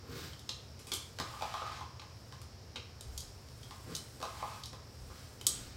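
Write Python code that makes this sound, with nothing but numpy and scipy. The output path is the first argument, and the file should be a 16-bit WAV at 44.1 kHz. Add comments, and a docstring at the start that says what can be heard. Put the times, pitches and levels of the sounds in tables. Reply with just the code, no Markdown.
"""White chocolate snapped by hand over a mixing bowl in a tiled kitchen, on a bed of low drone and thin hiss.
A sleeve swishes, fingertips rub, chocolate cracks, and near 0.9 s pieces click into the bowl.
At 1.2 s the fingers rummage in a plastic cup, and pieces knock and scrape its dull-ringing wall.
Scattered snaps follow, with swells of deep rumble from 3 s on; the sleeve flaps and more pieces land
before a second dig at 4.2 s. The loudest landing, a sharp clack, comes near 5.5 s between two swishes."""
import sys
import numpy as np
from scipy import signal
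from scipy.fft import rfft, irfft
from scipy.io import wavfile
from scipy.ndimage import uniform_filter1d

SR = 44100
rng = np.random.default_rng(int(sys.argv[2]) if len(sys.argv) > 2 else 0)


def store_wav(level_fs):
    """Save 16-bit WAV to argv[1]."""
    pcm = np.round(np.clip(np.atleast_2d(level_fs), -1, 1) * 32767)
    wavfile.write(sys.argv[1], SR, pcm.T.astype(np.int16))


N = 254236
TAPS = 4096  # samples in a click
HZ = np.fft.rfftfreq(TAPS, 1 / SR)

# Table levels are relative: each layer sets its own trim.
# EQ curves of the room's drone, hiss and rumble (frequency [Hz], level [dB])
DRONE_EQ = [(20, -28), (40, -18), (62, -1.5), (78, 3), (97, 2), (125, 1.5), (160, -12), (220, -10.5),
            (300, -16), (450, -14.5), (900, -20.5), (2000, -26.5), (3800, -31), (6500, -30.5),
            (9500, -39.5), (16000, -43)]
HISS_EQ = [(2500, -30), (3900, -11), (4600, -5.5), (5250, -0.5), (5750, -4), (6400, -28), (9000, -57)]
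RUMBLE_EQ = [(22, -30), (35, -8.5), (70, -7), (110, -22), (300, -42), (16000, -90)]
# swells of rumble (peak time [s], rise [s], fall [s], level [dB])
RUMBLE_SWELLS = [(3.08, 0.043, 0.2, -46), (3.66, 0.34, 0.22, -59), (4.55, 0.18, 0.16, -65),
                 (5.05, 0.069, 0.13, -50), (5.66, 0.21, .25, -51)]
# the kitchen's reverb tail (frequency [Hz], time to fall 60 dB [s])
REVERB_DECAY = [(200, 0.38), (1200, 0.52), (3500, 0.45), (8000, 0.39), (15000, 0.17)]
# early reflections (delay [ms], gain [ratio])
REFLECTIONS = [(1.3, 0.2), (3.6, 0.35), (7.8, 0.4), (15.2, 0.22), (24.5, 0.21)]
# EQ curve of skin on chocolate (frequency [Hz], level [dB])
RUB_EQ = [(300, 3), (2000, -3), (4000, -5.5), (8000, 0.5), (11000, -6), (16000, -7)]
# fingertip strokes (peak time [s], rise [s], fall [s], level [dB])
RUB_STROKES = [(0.40, .15, 0.38, -67.5), (0.97, 0.16, 0.14, -58.5), (1.38, 0.22, 0.19, -57),
               (2.2, 0.15, 0.36, -68.5), (3.16, 0.15, 0.18, -60.5), (3.55, .2, 0.19, -66.5),
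               (3.92, 0.29, 0.12, -63), (4.48, 0.64, 0.17, -56), (5.2, 0.38, .25, -60.5),
               (5.6, 0.16, 0.11, -56)]
# EQ curves of the cloth's low flap and airy swish (frequency [Hz], level [dB])
FLAP_EQ = [(50, -17), (110, 3), (240, -5.5), (480, -5.5), (700, -24.5), (1200, -15), (3000, -32),
           (16000, -60)]
SWISH_EQ = [(200, -9), (900, -5), (1300, 4.5), (2500, 1.5), (4500, 5.5), (6500, -1.5), (8500, -5),
            (11000, -12.5), (16000, -8)]
# arm moves (time of top speed [s], speeding up [s], slowing down [s], flap [dB], swish [dB])
SLEEVE_MOVES = [(0.188, 0.097, 0.13, -48.5, -45.5), (3.74, 0.17, .12, -72, -66),
                (3.93, 0.053, 0.052, -46.5, -51), (5.17, 0.098, 0.12, -60, -54.5),
                (5.56, 0.11, 0.21, -56, -51.5)]
# modes of the plastic cup (frequency [Hz], width [Hz], level [dB])
CUP_MODES = [(636, 84, -11), (847, 99, -1), (1020, 96, 2.5), (1120, 166, 6), (1274, 94, -1),
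             (2310, 510, -4.5), (3580, 290, -13)]
# EQ curves of chocolate scratching plastic and of the hand's thud (frequency [Hz], level [dB])
SCRATCH_EQ = [(200, -39), (1500, 6.5), (2500, 0.5), (4500, 2), (7000, -7), (10000, -16.5), (16000, -21)]
THUD_EQ = [(40, -4), (150, 2), (260, -3), (500, 4), (800, -3), (3000, -9), (16000, -77)]
# digs into the cup (fingers enter [s], close [s], lift out [s], cup ring [dB], scratch [dB])
CUP_DIGS = [(1.188, 1.38, 1.777, -42.5, -46), (4.212, 4.347, 4.54, -42, -49.5)]
# pieces hitting the cup (time [s], level [dB], sharp click [dB], hand thud [dB])
CUP_KNOCKS = [(1.187, -57, 0.5, -10), (1.2, -48, -4, -7.5), (1.272, -51, -18, -22),
              (1.335, -47.5, -26, -29), (1.41, -39.5, -20, -30), (1.422, -32, -17, -22.5),
              (1.54, -37.5, -15.5, -30), (1.618, -40, -29.5, -21), (1.663, -51, -17, -25),
              (1.709, -46.5, -19, -13), (1.808, -49.5, -15, -13.5), (2.018, -56.5, -5, -29),
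              (2.324, -57.5, -4, -15), (3.709, -58.5, -5.5, -18), (4.203, -51.5, -7, -7),
              (4.215, -49.5, -6.5, -19), (4.227, -43, -9.5, -14), (4.253, -54, -6, -11),
              (4.425, -45, -35, -20), (4.731, -54, -6.5, -9.5), (5.1, -54.5, -17, -13.5)]
# EQ curves of the crack, bright fizz and dull body of a snap or landing (frequency [Hz], level [dB])
CRACK_EQ = [(100, -43.5), (1500, -24.5), (2600, -13), (3200, 2.5), (4500, 5), (6500, -1), (8500, -12),
            (11000, -22), (16000, -27)]
FIZZ_EQ = [(100, -38), (3000, -15), (6500, 13.5), (9500, 12), (12000, 8), (16000, -3.5)]
BODY_EQ = [(60, -16.5), (350, 15), (700, 0.5), (1200, 13), (1800, -0.5), (2600, 10), (4500, 2),
           (16000, -34)]
# snaps, and landings in the bowl near 0.92, 3.95 and 5.47 s
# (time [s], level [dB], ring [Hz], fizz [dB], body [dB], burst decay [ms], reverb send [dB])
SNAPS_AND_LANDINGS = [(0.3323, -44.5, 3220, -27, -10, 2.8, -5), (0.3931, -46, 3360, -13, -24, 1.9, -1),
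                      (0.4912, -30, 3550, -29, -13, 3.25, -2), (0.7916, -55.5, 5570, -6.5, 0.5, 2.3, 5.5),
                      (0.8697, -44, 8900, -9.5, -4, 1.7, 4.5), (0.918, -30.5, 3170, -19, -9, 2.7, 2),
                      (0.9362, -34.5, 3100, -4, -19, 3.8, -25), (0.9462, -40, 3180, -3.5, -20, 3.6, 4),
                      (1.9961, -41.5, 4340, -36, -1, 3.2, -5), (2.416, -53, 5000, -6.5, -0.5, 2.5, -1),
                      (2.7582, -41, 3720, -30, 0, 5.1, -2.5), (2.7684, -45, 2820, -38, 2, 1.9, -1),
                      (3.0088, -42, 8100, -12.5, -15, 2.66, -3), (3.1771, -36, 6280, -12, -24, 3.5, -2),
                      (3.2051, -39, 4940, -9, -32, 2.4, -2.5), (3.4855, -49, 5560, -19, -25, 2.4, 0),
                      (3.6306, -41, 3290, -20, -15, 2.8, 1), (3.9501, -31.5, 6550, -18, -30, 6, -17),
                      (3.964, -34.5, 8800, -15.5, -25, 2.9, 0), (3.974, -41, 5470, -20, -24, 1.2, -7),
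                      (4.6359, -33.5, 3830, -23, -29, 2.3, -2.5), (4.657, -36, 5570, -15, -15, 2.7, -1.0),
                      (5.4124, -43, 3200, -10, -2.5, 2.7, -4.5), (5.467, -21, 8100, -8.5, -23, 2.9, -5)]


def amp(db):
    """Decibels to gain."""
    return 10 ** (np.asarray(db) / 20)


def unit_rms(x):
    """Scales to rms 1."""
    return x / np.sqrt(np.mean(x ** 2) + 1e-20)


def curve_at(points, hz):
    """Reads a curve on a log-frequency axis."""
    f, value = np.transpose(points)
    return np.interp(np.log(hz + 1), np.log(f + 1), value)


def add(mix, s, sound):
    """Mixes a sound in at time s."""
    part = mix[max(round(s * SR), 0):][:len(sound)]
    part += sound[:len(part)]


def equalise(x, eq):
    """Shapes a full-length layer with an EQ curve, at rms 1."""
    return unit_rms(irfft(rfft(x) * amp(curve_at(eq, np.fft.rfftfreq(N, 1 / SR))), N))


def impulse(gain):
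    """The minimum-phase click that has this gain over HZ."""
    log_gain = np.log(np.concatenate([gain, gain[-2:0:-1]]) + 1e-9)
    return np.fft.ifft(np.exp(np.conj(signal.hilbert(log_gain)))).real


def click(eq):
    """A click coloured by an EQ curve, energy 1."""
    return impulse(unit_rms(amp(curve_at(eq, HZ))))


def low_noise(cutoff_hz):
    """Low-passed noise."""
    return signal.sosfilt(signal.butter(2, cutoff_hz, fs=SR, output="sos"), rng.standard_normal(N))


def grains(per_s, spread_db):
    """Tiny slips at random times; spread_db makes their sizes uneven."""
    size = amp(spread_db * np.minimum(rng.exponential(1, N), 4))
    return unit_rms(size * rng.choice([-1, 1], N) * (rng.random(N) < per_s / SR))


def burst(noise, decay_ms, rise_ms):
    """A cluster of micro-clicks that builds and dies within milliseconds, with a flat spectrum."""
    t_ms = np.arange(TAPS) / SR * 1000
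    envelope = np.exp(-t_ms / decay_ms) * (1 - np.exp(-t_ms / rise_ms))
    spectrum = rfft(noise * abs(noise) * envelope)
    spectrum /= np.sqrt(uniform_filter1d(abs(spectrum) ** 2, size=120) + 1e-20)
    return irfft(unit_rms(spectrum))[:TAPS // 2]


def swell(s, rise_s, fall_s):
    """A smooth fader ride: 1 at time s, 10 dB down rise_s before and fall_s after."""
    t = np.arange(N) / SR - s
    return amp(-10 * np.minimum((t / np.where(t < 0, rise_s, fall_s)) ** 2, 20))


def room_tone(drone_db=-52, hiss_db=-63.5, rumble_trim_db=-2):
    """The bed: low drone, narrow hiss and a deep rumble that comes and goes."""
    drone, hiss, rumble = rng.standard_normal((3, N))
    steady = amp(drone_db) * equalise(drone, DRONE_EQ) + amp(hiss_db) * equalise(hiss, HISS_EQ)
    swells = sum(amp(db + rumble_trim_db) * swell(s, rise, fall) for s, rise, fall, db in RUMBLE_SWELLS)
    return steady + swells * equalise(rumble, RUMBLE_EQ)


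def kitchen_reverb(send, tail_db=-1, build_ms=6):
    """Early reflections off the bowl, counter and tiles, then a dense tail that dies by band."""
    hz, t, bands = signal.stft(rng.standard_normal(SR // 2), SR, nperseg=256)
    decay = amp(-60 * t / curve_at(REVERB_DECAY, hz)[:, None])
    tail = signal.istft(bands * decay, SR)[1]
    t_ms = np.arange(len(tail)) / SR * 1000
    tail *= 1 - np.exp(-(t_ms / build_ms) ** 2)
    tail *= amp(tail_db) / np.linalg.norm(tail)
    for ms, gain in REFLECTIONS:
        tail[np.searchsorted(t_ms, ms)] += gain
    return signal.fftconvolve(send, tail)[:N]


def fingertips(trim_db=-5):
    """Skin and crumbs rub with a fine, faint grain."""
    strokes = sum(amp(db + trim_db) * swell(s, rise, fall) for s, rise, fall, db in RUB_STROKES)
    return strokes * equalise(grains(per_s=4000, spread_db=5), RUB_EQ)


def sleeve(flap_trim_db=-3, swish_trim_db=-7.5, flap_lead=0.58):
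    """Cloth flaps as the arm speeds up, then swishes at top speed."""
    flap = equalise(rng.standard_normal(N), FLAP_EQ)
    swish = equalise(grains(per_s=6400, spread_db=5), SWISH_EQ)
    cloth = np.zeros(N)
    for s, rise, fall, flap_db, swish_db in SLEEVE_MOVES:
        cloth += amp(flap_db + flap_trim_db) * swell(s - flap_lead * rise, rise, fall) * flap
        cloth += amp(swish_db + swish_trim_db) * swell(s, rise, fall) * swish
    return cloth


def weave_zip(level_db=-64, rest_hz=11800, rise_hz=3020):
    """On the first arm move the weave gives a thin zip whose pitch rides the speed."""
    speed = np.sqrt(swell(*SLEEVE_MOVES[0][:3]))
    cycles = np.cumsum(rest_hz + rise_hz * speed) / SR
    band = low_noise(cutoff_hz=1300) * np.cos(2 * np.pi * cycles)
    return amp(level_db) * speed ** 2 * unit_rms(band)


def cup_ring():
    """The cup wall's dull ring after one tap, energy 1."""
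    t = np.arange(TAPS) / SR
    ring = sum((-1) ** k * amp(db) * np.exp(-np.pi * width * t) * np.sin(2 * np.pi * hz * t)
               for k, (hz, width, db) in enumerate(CUP_MODES))
    return ring / np.linalg.norm(ring)


def finger_pressure(enter_s, close_s, lift_s, attack_s=0.0083, grip_boost_db=5, release_db_per_s=144):
    """Envelope of one dig: a light search, a firm hold, a fade as the fingers lift."""
    t = np.arange(N) / SR
    entered, closed = (np.clip((t - s) / attack_s, 0, 1) for s in (enter_s, close_s))
    release_db = release_db_per_s * np.clip(t - lift_s, 0, 1)
    return entered * amp(grip_boost_db * (closed - 1.5) - release_db)


def rummage(ring_trim_db=-14, scratch_trim_db=-7, tumble_db=-6):
    """Pieces slip in fits over each other and along the cup wall; some tumble against it."""
    slips = grains(per_s=1200, spread_db=-0.5)
    tumbles = amp(tumble_db) * grains(per_s=70, spread_db=0)
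    flutter_db = unit_rms(low_noise(cutoff_hz=25))
    contacts = (slips + tumbles) * amp(flutter_db)
    ring = unit_rms(signal.oaconvolve(contacts, cup_ring())[:N])
    scratch = equalise(contacts, SCRATCH_EQ)
    out = np.zeros(N)
    for enter, close, lift, ring_db, scratch_db in CUP_DIGS:
        texture = amp(ring_db + ring_trim_db) * ring + amp(scratch_db + scratch_trim_db) * scratch
        out += finger_pressure(enter, close, lift) * texture
    return out


def cup_knocks(trim_db=11, tick_trim_db=7, thud_trim_db=10):
    """Pieces hit the cup: a sharp click on top, the wall's ring, the hand's thud underneath."""
    out = np.zeros(N)
    ring, tick, thud = cup_ring(), click(SCRATCH_EQ), click(THUD_EQ)
    for s, db, tick_db, thud_db in CUP_KNOCKS:
        contact = burst(rng.standard_normal(TAPS), decay_ms=1.16, rise_ms=0.093)
        tone = ring + amp(tick_db + tick_trim_db) * tick + amp(thud_db + thud_trim_db) * thud
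        add(out, s, amp(db + trim_db) * signal.fftconvolve(contact, tone))
    return out


def snaps_and_landings(trim_db=-6, ring_boost=1.44, ring_width_hz=560):
    """Chocolate cracks or clicks into the bowl; the small piece rings, radiating little bass."""
    direct, send = np.zeros((2, N))
    crack = amp(curve_at(CRACK_EQ, HZ))
    for s, db, ring_hz, fizz_db, body_db, decay_ms, send_db in SNAPS_AND_LANDINGS:
        resonance = 1 + ring_boost / (1 + (2 * (HZ - ring_hz) / ring_width_hz) ** 2)
        fizz = amp(fizz_db + curve_at(FIZZ_EQ, HZ))
        body = amp(body_db + curve_at(BODY_EQ, HZ))
        tone = resonance * np.sqrt(crack ** 2 + fizz ** 2 + body ** 2)
        tone /= np.sqrt(np.mean((resonance * crack) ** 2))  # the crack sets the level; the rest adds on
        transient = burst(rng.standard_normal(TAPS), decay_ms, rise_ms=0.38)
        hit = amp(db + trim_db) * signal.fftconvolve(transient, impulse(tone))
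        add(direct, s, hit)
        add(send, s, amp(send_db) * hit)
    return direct, send


def scene():
    """Mono mix: chocolate and handling up front, the kitchen around them, room tone underneath."""
    chocolate, reverb_send = snaps_and_landings()
    handling = cup_knocks() + rummage() + sleeve() + weave_zip() + fingertips()
    return (chocolate + handling + kitchen_reverb(reverb_send + handling) + room_tone())[None]


def record(dry):
    """A steep high cut on the master."""
    cutoff_hz = 15850
    high_cut = signal.firwin(511, cutoff_hz, window=("kaiser", 9), fs=SR)
    return signal.oaconvolve(dry, high_cut[None], "same")


dry = scene()
out = record(dry)
store_wav(out)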